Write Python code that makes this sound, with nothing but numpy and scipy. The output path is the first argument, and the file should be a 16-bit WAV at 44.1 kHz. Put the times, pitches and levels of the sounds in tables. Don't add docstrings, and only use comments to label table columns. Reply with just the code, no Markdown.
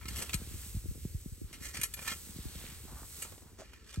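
import sys
import numpy as np
from scipy import signal
from scipy.fft import rfft, irfft
from scipy.io import wavfile

SR = 44100
rng = np.random.default_rng(int(sys.argv[2]) if len(sys.argv) > 2 else 0)


def wrap_up_sound(samples):
    columns = np.atleast_2d(samples).T
    tamed = np.clip(columns, -1, 1)
    steps = np.round(tamed * 32767).astype(np.int16)
    wavfile.write(sys.argv[1], SR, steps)


N = 176400
T = np.arange(N) / SR
HZ = np.fft.rfftfreq(2 * N, 1 / SR)
GUST_RATE_HZ, HAY_APART = 22, 0.69
# time in seconds, level in dB.
BREEZE_LEVELS = [(.1, -47.5), (.7, -49), (.92, -45), (1.15, -45), (1.25, -56), (1.5, -51.5), (2.25, -54.5),
                 (2.7, -54), (2.85, -48), (3.15, -54), (3.9, -59)]


def amp(db):
    return 10 ** (np.asarray(db) / 20)


def unit(x):
    return x / np.sqrt(np.mean(x ** 2) + 1e-20)


def spectrum(points):
    hz, value = np.transpose(points)
    return np.interp(np.log(HZ + 1), np.log(hz), value)


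def filtered(x, response):
    return irfft(rfft(x, 2 * N) * response)[..., :N]


def add(mix, start_s, sound):
    part = mix[:, max(round(start_s * SR), 0):][:, :sound.shape[1]]
    part += sound[:, :part.shape[1]]


def pair(three, apart):
    return (three[0] + apart * three[1:]) / np.sqrt(1 + apart ** 2)


def wander(rate_hz):
    return unit(filtered(rng.standard_normal(N), np.exp(-(HZ / rate_hz) ** 2)))


def grains(per_s, spread_db, apart):
    strength = amp(spread_db * np.minimum(rng.exponential(1, (3, N)), 5))
    sign = rng.choice([-1., 1.], (3, N))
    fires = rng.random((3, N)) < per_s / SR
    return unit(pair(strength * sign * fires, apart))


def stroke(t, attack_s, hold_s, release_s):
    return np.clip(t / attack_s, 0, 1) * np.exp(-np.maximum(t - attack_s - hold_s, 0) / release_s)


def scatter(decay_s, size):
    ring = rng.standard_normal(size) * np.exp(-T[:size] / decay_s)
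    return rfft(ring / np.linalg.norm(ring))


def yard(x, level_db=-16, t60_s=0.055, taps_per_s=2000):
    t = T[:SR // 3]
    taps = rng.standard_normal((2, len(t))) * (rng.random((2, len(t))) < taps_per_s / SR)
    taps *= amp(-60 * t / t60_s)
    taps /= np.linalg.norm(taps, axis=1, keepdims=True)
    return x + amp(level_db) * signal.fftconvolve(x, taps, axes=1)[:, :N]


def wind(gust_db=1.5, air_db=-64.5):
    # frequency in Hz, gain in dB.
    rumble_colour = [(25, -39), (50, 1), (70, 4.5), (110, -4), (170, -23.5), (450, -31), (700, -65),
                     (2000, -39)]
    air_colour = [(280, 8.5), (450, 8.5), (800, -17), (1300, -4), (3000, -7), (8000, -4), (16000, -76)]
    rumble = filtered(pair(rng.standard_normal((3, N)), apart=0.45), amp(spectrum(rumble_colour)))
    rumble = unit(rumble * amp(gust_db * wander(GUST_RATE_HZ)))
    air = unit(filtered(pair(rng.standard_normal((3, N)), apart=0.5), amp(spectrum(air_colour))))
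    return rumble * amp(np.interp(T, *np.transpose(BREEZE_LEVELS))) + amp(air_db) * air


def buffets():
    # time in seconds, peak in dB, upper edge in Hz.
    eddies = [(0.106, -39.5, 251), (0.191, -40, 380), (0.34, -27, 230), (0.415, -37.5, 422),
              (0.539, -36.5, 145), (.744, -32, 190), (0.765, -28.5, 195), (0.856, -37, 390),
              (0.882, -29.5, 115), (0.911, -35.5, 254), (1.05, -29, 305), (1.143, -28.5, 142),
              (1.258, -33, 276), (1.318, -34.5, 131), (1.413, -34.5, 298), (1.441, -35, 143),
              (1.61, -40, 334), (1.79, -35, 230), (2.289, -43, 270), (2.359, -39, 260), (2.385, -36.5, 322),
              (2.452, -34.5, 302), (2.552, -40, 400), (2.613, -48, 650), (2.639, -42.5, 460),
              (2.683, -44.5, 217.4), (2.72, -43.5, 460), (2.838, -44.5, 280), (2.92, -45, 300),
              (3.019, -45, 378), (3.971, -27, 210), (3.985, -27.5, 117)]
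    puffs_per_s, puff_over_breeze_db, puff_edge_hz = 14, 3.5, 330
    low_cut_hz, slope, delay_cycles, apart_rad, roughness = 44, 0.62, 1.096, 0.63, 0.45
    size = 8192
    hz, out = np.fft.rfftfreq(size, 1 / SR) + 1, np.zeros((2, N))
    puff_s = T[rng.random(N) < puffs_per_s / SR]
    puff_db = np.interp(puff_s, *np.transpose(BREEZE_LEVELS)) + puff_over_breeze_db
    puffs = [(s, db, puff_edge_hz) for s, db in zip(puff_s, puff_db)]
    for start_s, peak_db, edge_hz in eddies + puffs:
        band = hz ** -slope / np.sqrt((1 + (low_cut_hz / hz) ** 8) * (1 + (hz / edge_hz) ** 7))
        phase = rng.uniform(0, 2 * np.pi) + apart_rad * rng.standard_normal((2, 1))
        lag = delay_cycles * rng.uniform(0.6, 1.3) * np.log(hz)
        ragged = 1 + roughness * scatter(decay_s=0.006, size=size)
        pulse = irfft(band * np.exp(1j * (phase - 2 * np.pi * lag)) * ragged)
        add(out, start_s, amp(peak_db) * pulse / abs(pulse).max())
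    return out


def scuffs():
    # start, attack, hold and release in seconds, level in dB.
    steps = [(.17, 0.047, 0.013, 0.018, -47), (3.248, 0.00086, 0.0025, 0.0097, -47.5),
             (3.32, 0.0022, 0.0029, 0.0085, -52.5), (3.378, 0.0018, 0.0016, 0.0051, -52),
             (3.416, 0.004, 0.0023, 0.0084, -58.5), (3.578, 0.016, 0.012, 0.026, -49.5)]
    # frequency in Hz, gain in dB.
    dirt_colour = [(100, -11), (380, 4), (660, -5.5), (900, -8), (1250, -7), (2500, -13), (4000, -15),
                   (7000, -10.5), (14000, -31)]
    weight = sum(amp(db) * stroke(T - s, attack, hold, release) for s, attack, hold, release, db in steps)
    dirt = grains(per_s=3000, spread_db=3.5, apart=0.6)
    return weight * unit(filtered(dirt, amp(spectrum(dirt_colour))))


def heel():
    # time in seconds, gain in dB.
    knocks = [(3.597, -48), (3.619, -45)]
    # frequency in Hz, T60 in seconds, relative level in dB.
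    modes = [(635, .04, 3), (1164, 0.032, -8)]
    ring = sum(amp(db - 60 * T / t60_s) * np.sin(2 * np.pi * hz * T) for hz, t60_s, db in modes)
    out = np.zeros((2, N))
    for start_s, db in knocks:
        add(out, start_s, amp(db) * ring[None])
    return out


def swishes(relative_width=1.3, flutter_db=2):
    # start, attack, hold and release in seconds, level in dB, first and last centre in Hz.
    sweeps = [(.42, .1, 0.12, 0.093, -62, 3260, 2070), (2.27, 0.18, 0.29, 0.044, -58, 5200, 2200),
              (2.83, .14, 0.061, .025, -57.5, 726, 1110), (3.22, 0.012, 0.063, 0.29, -66, 1100, 820)]
    out = np.zeros((2, N))
    for start_s, attack_s, hold_s, release_s, db, from_hz, to_hz in sweeps:
        centre_hz = np.interp(T, [start_s, start_s + attack_s + hold_s], [from_hz, to_hz])
        carrier = np.exp(2j * np.pi * np.cumsum(centre_hz) / SR)
        pole = np.exp(-np.pi * relative_width * min(from_hz, to_hz) / SR)
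        straw = grains(per_s=1500, spread_db=4.2, apart=HAY_APART)
        swish = (carrier * signal.lfilter([1], np.poly([pole, pole]), straw / carrier)).real
        envelope = stroke(T - start_s, attack_s, hold_s, release_s)
        out += unit(swish) * envelope * amp(db + flutter_db * wander(GUST_RATE_HZ))
    return out


def hay():
    # time in seconds, stalk level in dB, dragged mass level in dB.
    motion = [(0, -61, -66.5), (.15, -51, -52), (.42, -52, -56.5), (.66, -47.5, -62), (0.821, -54.5, -68),
              (1.3, -56.5, -109), (1.5, -61, -60.5), (1.95, -55, -65), (2.03, -46.5, -66),
              (2.4, -52, -57.5), (2.65, -49.5, -54.5), (2.9, -55, -61), (3.05, -51.5, -64.5),
              (3.2, -46, -55.5), (3.362, -57, -65), (3.52, -66.5, -76.5), (4, -95, -67)]
    # frequency in Hz, gain in dB.
    stalk_colour = [(1500, -15.5), (4000, -6), (5700, -4), (7000, -1.5), (8300, 2.5), (10000, -4.5),
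                    (11500, -0.5), (13500, -7.5), (15200, -5)]
    mass_colour = [(200, 10), (650, -4.5), (1300, 0.5), (2600, -2.5), (4400, 1.5), (6000, -13.5),
                   (10000, -29)]
    times_s, stalk_db, mass_db = np.transpose(motion)
    flutter_db = 0.42 * wander(rate_hz=96)
    out = np.zeros((2, N))
    for colour, level_db in ((stalk_colour, stalk_db), (mass_colour, mass_db)):
        snaps = grains(per_s=9000, spread_db=2.5, apart=HAY_APART)
        crackle = unit(filtered(snaps, amp(spectrum(colour))))
        out += crackle * amp(np.interp(T, times_s, level_db) + flutter_db)
    return out


def fork():
    # start, rise and decay in seconds, level before trim in dB,
    # tilt in dB per octave, ring gain in dB, left minus right in dB.
    clinks = [(0.055, 0.001, 0.0029, -42, -4, 3.5, -1), (0.081, 0.0026, 0.0048, -33, 1, -2.5, 0),
              (.182, 0.0012, 0.0085, -41.5, 2, 7, 1), (0.22, 0.0022, 0.003, -30, -3.5, -33, -1),
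              (0.293, 0.00067, 0.0072, -33.5, -4.5, -11, -1), (0.33, 0.0037, 0.0095, -35.5, -1, 5.5, 0),
              (.340, 0.0028, 0.0013, -25, 2, -3.5, 7), (1.527, 0.0027, 0.021, -44, -1.5, -1.5, 2),
              (1.738, 0.0021, 0.037, -39, -1.5, -9, 2), (1.766, 0.0057, 0.0045, -35, -2, -9.5, 0),
              (1.813, 0.001, 0.01, -31, 0.5, -5, -2), (1.830, 0.0032, 0.0099, -28.5, 1.5, 5, 1.5),
              (1.938, 0.0007, 0.0029, -28.5, 2.5, -4.5, -0.5), (2.073, 0.0041, 0.0097, -31.5, -2, 2, -2.5),
              (2.116, 0.0033, 0.0078, -36.5, -4.5, -0.5, -1), (3.219, 0.0024, 0.013, -36.5, 0.5, 2, 0),
              (3.73, 0.0045, 0.0068, -52, -4.5, -5, -1), (3.872, 0.0014, 0.0042, -57, -5, -10, -4),
              (3.934, 0.009, 0.007, -42.5, -4, -14, 1)]
    # start, attack, hold and release in seconds, level in dB,
    # tilt in dB per octave.
    drags = [(.008, 0.011, 0.01, 0.014, -56, -7.5), (0.087, 0.0053, .05, 0.018, -48.5, -0.5),
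             (0.147, 0.021, 0.06, 0.029, -44, 0.5), (1.601, 0.043, 0.026, 0.046, -44, 0),
             (1.739, 0.017, 0.027, 0.058, -50, -2.5), (1.963, 0.018, 0.1, 0.018, -51.5, -5.5),
             (2.044, 0.04, 0.034, 0.024, -42.5, -2.5), (3.624, 0.013, 0.13, 0.081, -65, -4),
             (3.83, 0.071, 0.05, 0.041, -55.5, -2)]
    # frequency in Hz, gain in dB.
    grit_colour = [(250, 1), (700, -9.5), (1150, -5.5), (2300, 3.5), (3700, -2.5), (5000, 1.5), (8300, 2.5),
                   (11500, -1), (15000, -10.5)]
    # frequency in Hz, width in Hz, relative gain in dB.
    tines = [(1090, 40, 6), (1322, 20, 14), (1362, 20, 11), (1770, 40, 10), (1890, 30, 6), (2125, 35, 6),
             (2440, 40, 10), (2832, 40, 8), (2982, 30, 7), (3218, 40, 14), (3980, 40, 12), (4366, 60, 12),
             (5690, 40, 6), (6478, 40, 10), (6880, 35, 8), (7265, 45, 7), (7525, 30, 10), (7908, 35, 9),
             (8230, 60, 10), (8634, 28, 14), (9480, 28, 14), (11305, 45, 10), (11555, 32, 19)]
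    clink_trim_db, drag_ring_db, slip_db, mode_jitter_db = -2.5, -5, 2.8, 4
    tilt_pivot_hz, choke_pivot_hz, choke_per_octave, hard_hit_db = 5200, 3000, 0.17, -29
    size = 16384
    cracks = grains(per_s=2800, spread_db=3.8, apart=0.63)
    grit = unit(filtered(cracks, amp(spectrum(grit_colour))))
    hz = np.fft.rfftfreq(size, 1 / SR)
    octaves = np.log2(np.maximum(hz / tilt_pivot_hz, 0.25))
    modes = np.array([amp(db) / (1 + 2j * (hz - centre) / width) for centre, width, db in tines])
    choke = choke_per_octave * np.log2(np.maximum(np.array(tines)[:, 0] / choke_pivot_hz, 1))
    contacts = [(s, rise, 0, decay, db + clink_trim_db, *rest) for s, rise, decay, db, *rest in clinks]
    contacts += [(*row, drag_ring_db, 0) for row in drags]
    slip = amp(slip_db * wander(rate_hz=110))
    out = np.zeros((2, N))
    for start_s, rise_s, hold_s, fall_s, db, tilt, ring_db, pan_db in contacts:
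        at = rng.integers(N - size)
        force = stroke(T[:size], rise_s, hold_s, fall_s)
        if hold_s:
            force *= unit(slip[at:at + size])
        scrape = irfft(rfft(grit[:, at:at + size]) * amp(tilt * octaves)) * force
        side_gains = amp([[db + pan_db / 2], [db - pan_db / 2]])
        scrape = unit(scrape) * np.sqrt(np.mean(force ** 2)) * side_gains
        jitter_db = mode_jitter_db * rng.uniform(-1, 1, len(modes))
        steel = amp(ring_db + choke * (db - hard_hit_db) + jitter_db) @ modes
        clang_share = 0.4 if hold_s else 0.8
        clang = np.sqrt(1 - clang_share) + np.sqrt(clang_share) * scatter(decay_s=0.0026, size=size)
        add(out, start_s, irfft(rfft(scrape) * (clang + steel)))
    return out


def scene():
    boots = scuffs() + heel()
    return yard(fork() + boots) + hay() + swishes() + wind() + buffets()


def record(dry):
    # frequency in Hz, left lead in radians.
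    port_phase = [(250, 0), (550, -.6), (1200, .1), (2200, 0), (3200, 1.5), (4900, 2), (6000, 1.1),
                  (7200, 1.5), (8200, 0), (8900, -.7), (9950, -3.05), (11500, -5.9), (12500, -6.4),
                  (14900, -12.2)]
    # frequency in Hz, left minus right in dB.
    port_balance = [(1300, 0), (2100, -3), (5000, -0.5), (9000, -0.5)]
    edge_hz = 16000
    half = np.array([[0.5], [-0.5]])
    ports = np.exp(1j * spectrum(port_phase) * half) * amp(spectrum(port_balance) * half)
    low_pass = signal.firwin(511, edge_hz, window=("kaiser", 9), fs=SR)
    return signal.oaconvolve(filtered(dry, ports), low_pass[None], "same")


dry = scene()
out = record(dry)
wrap_up_sound(out)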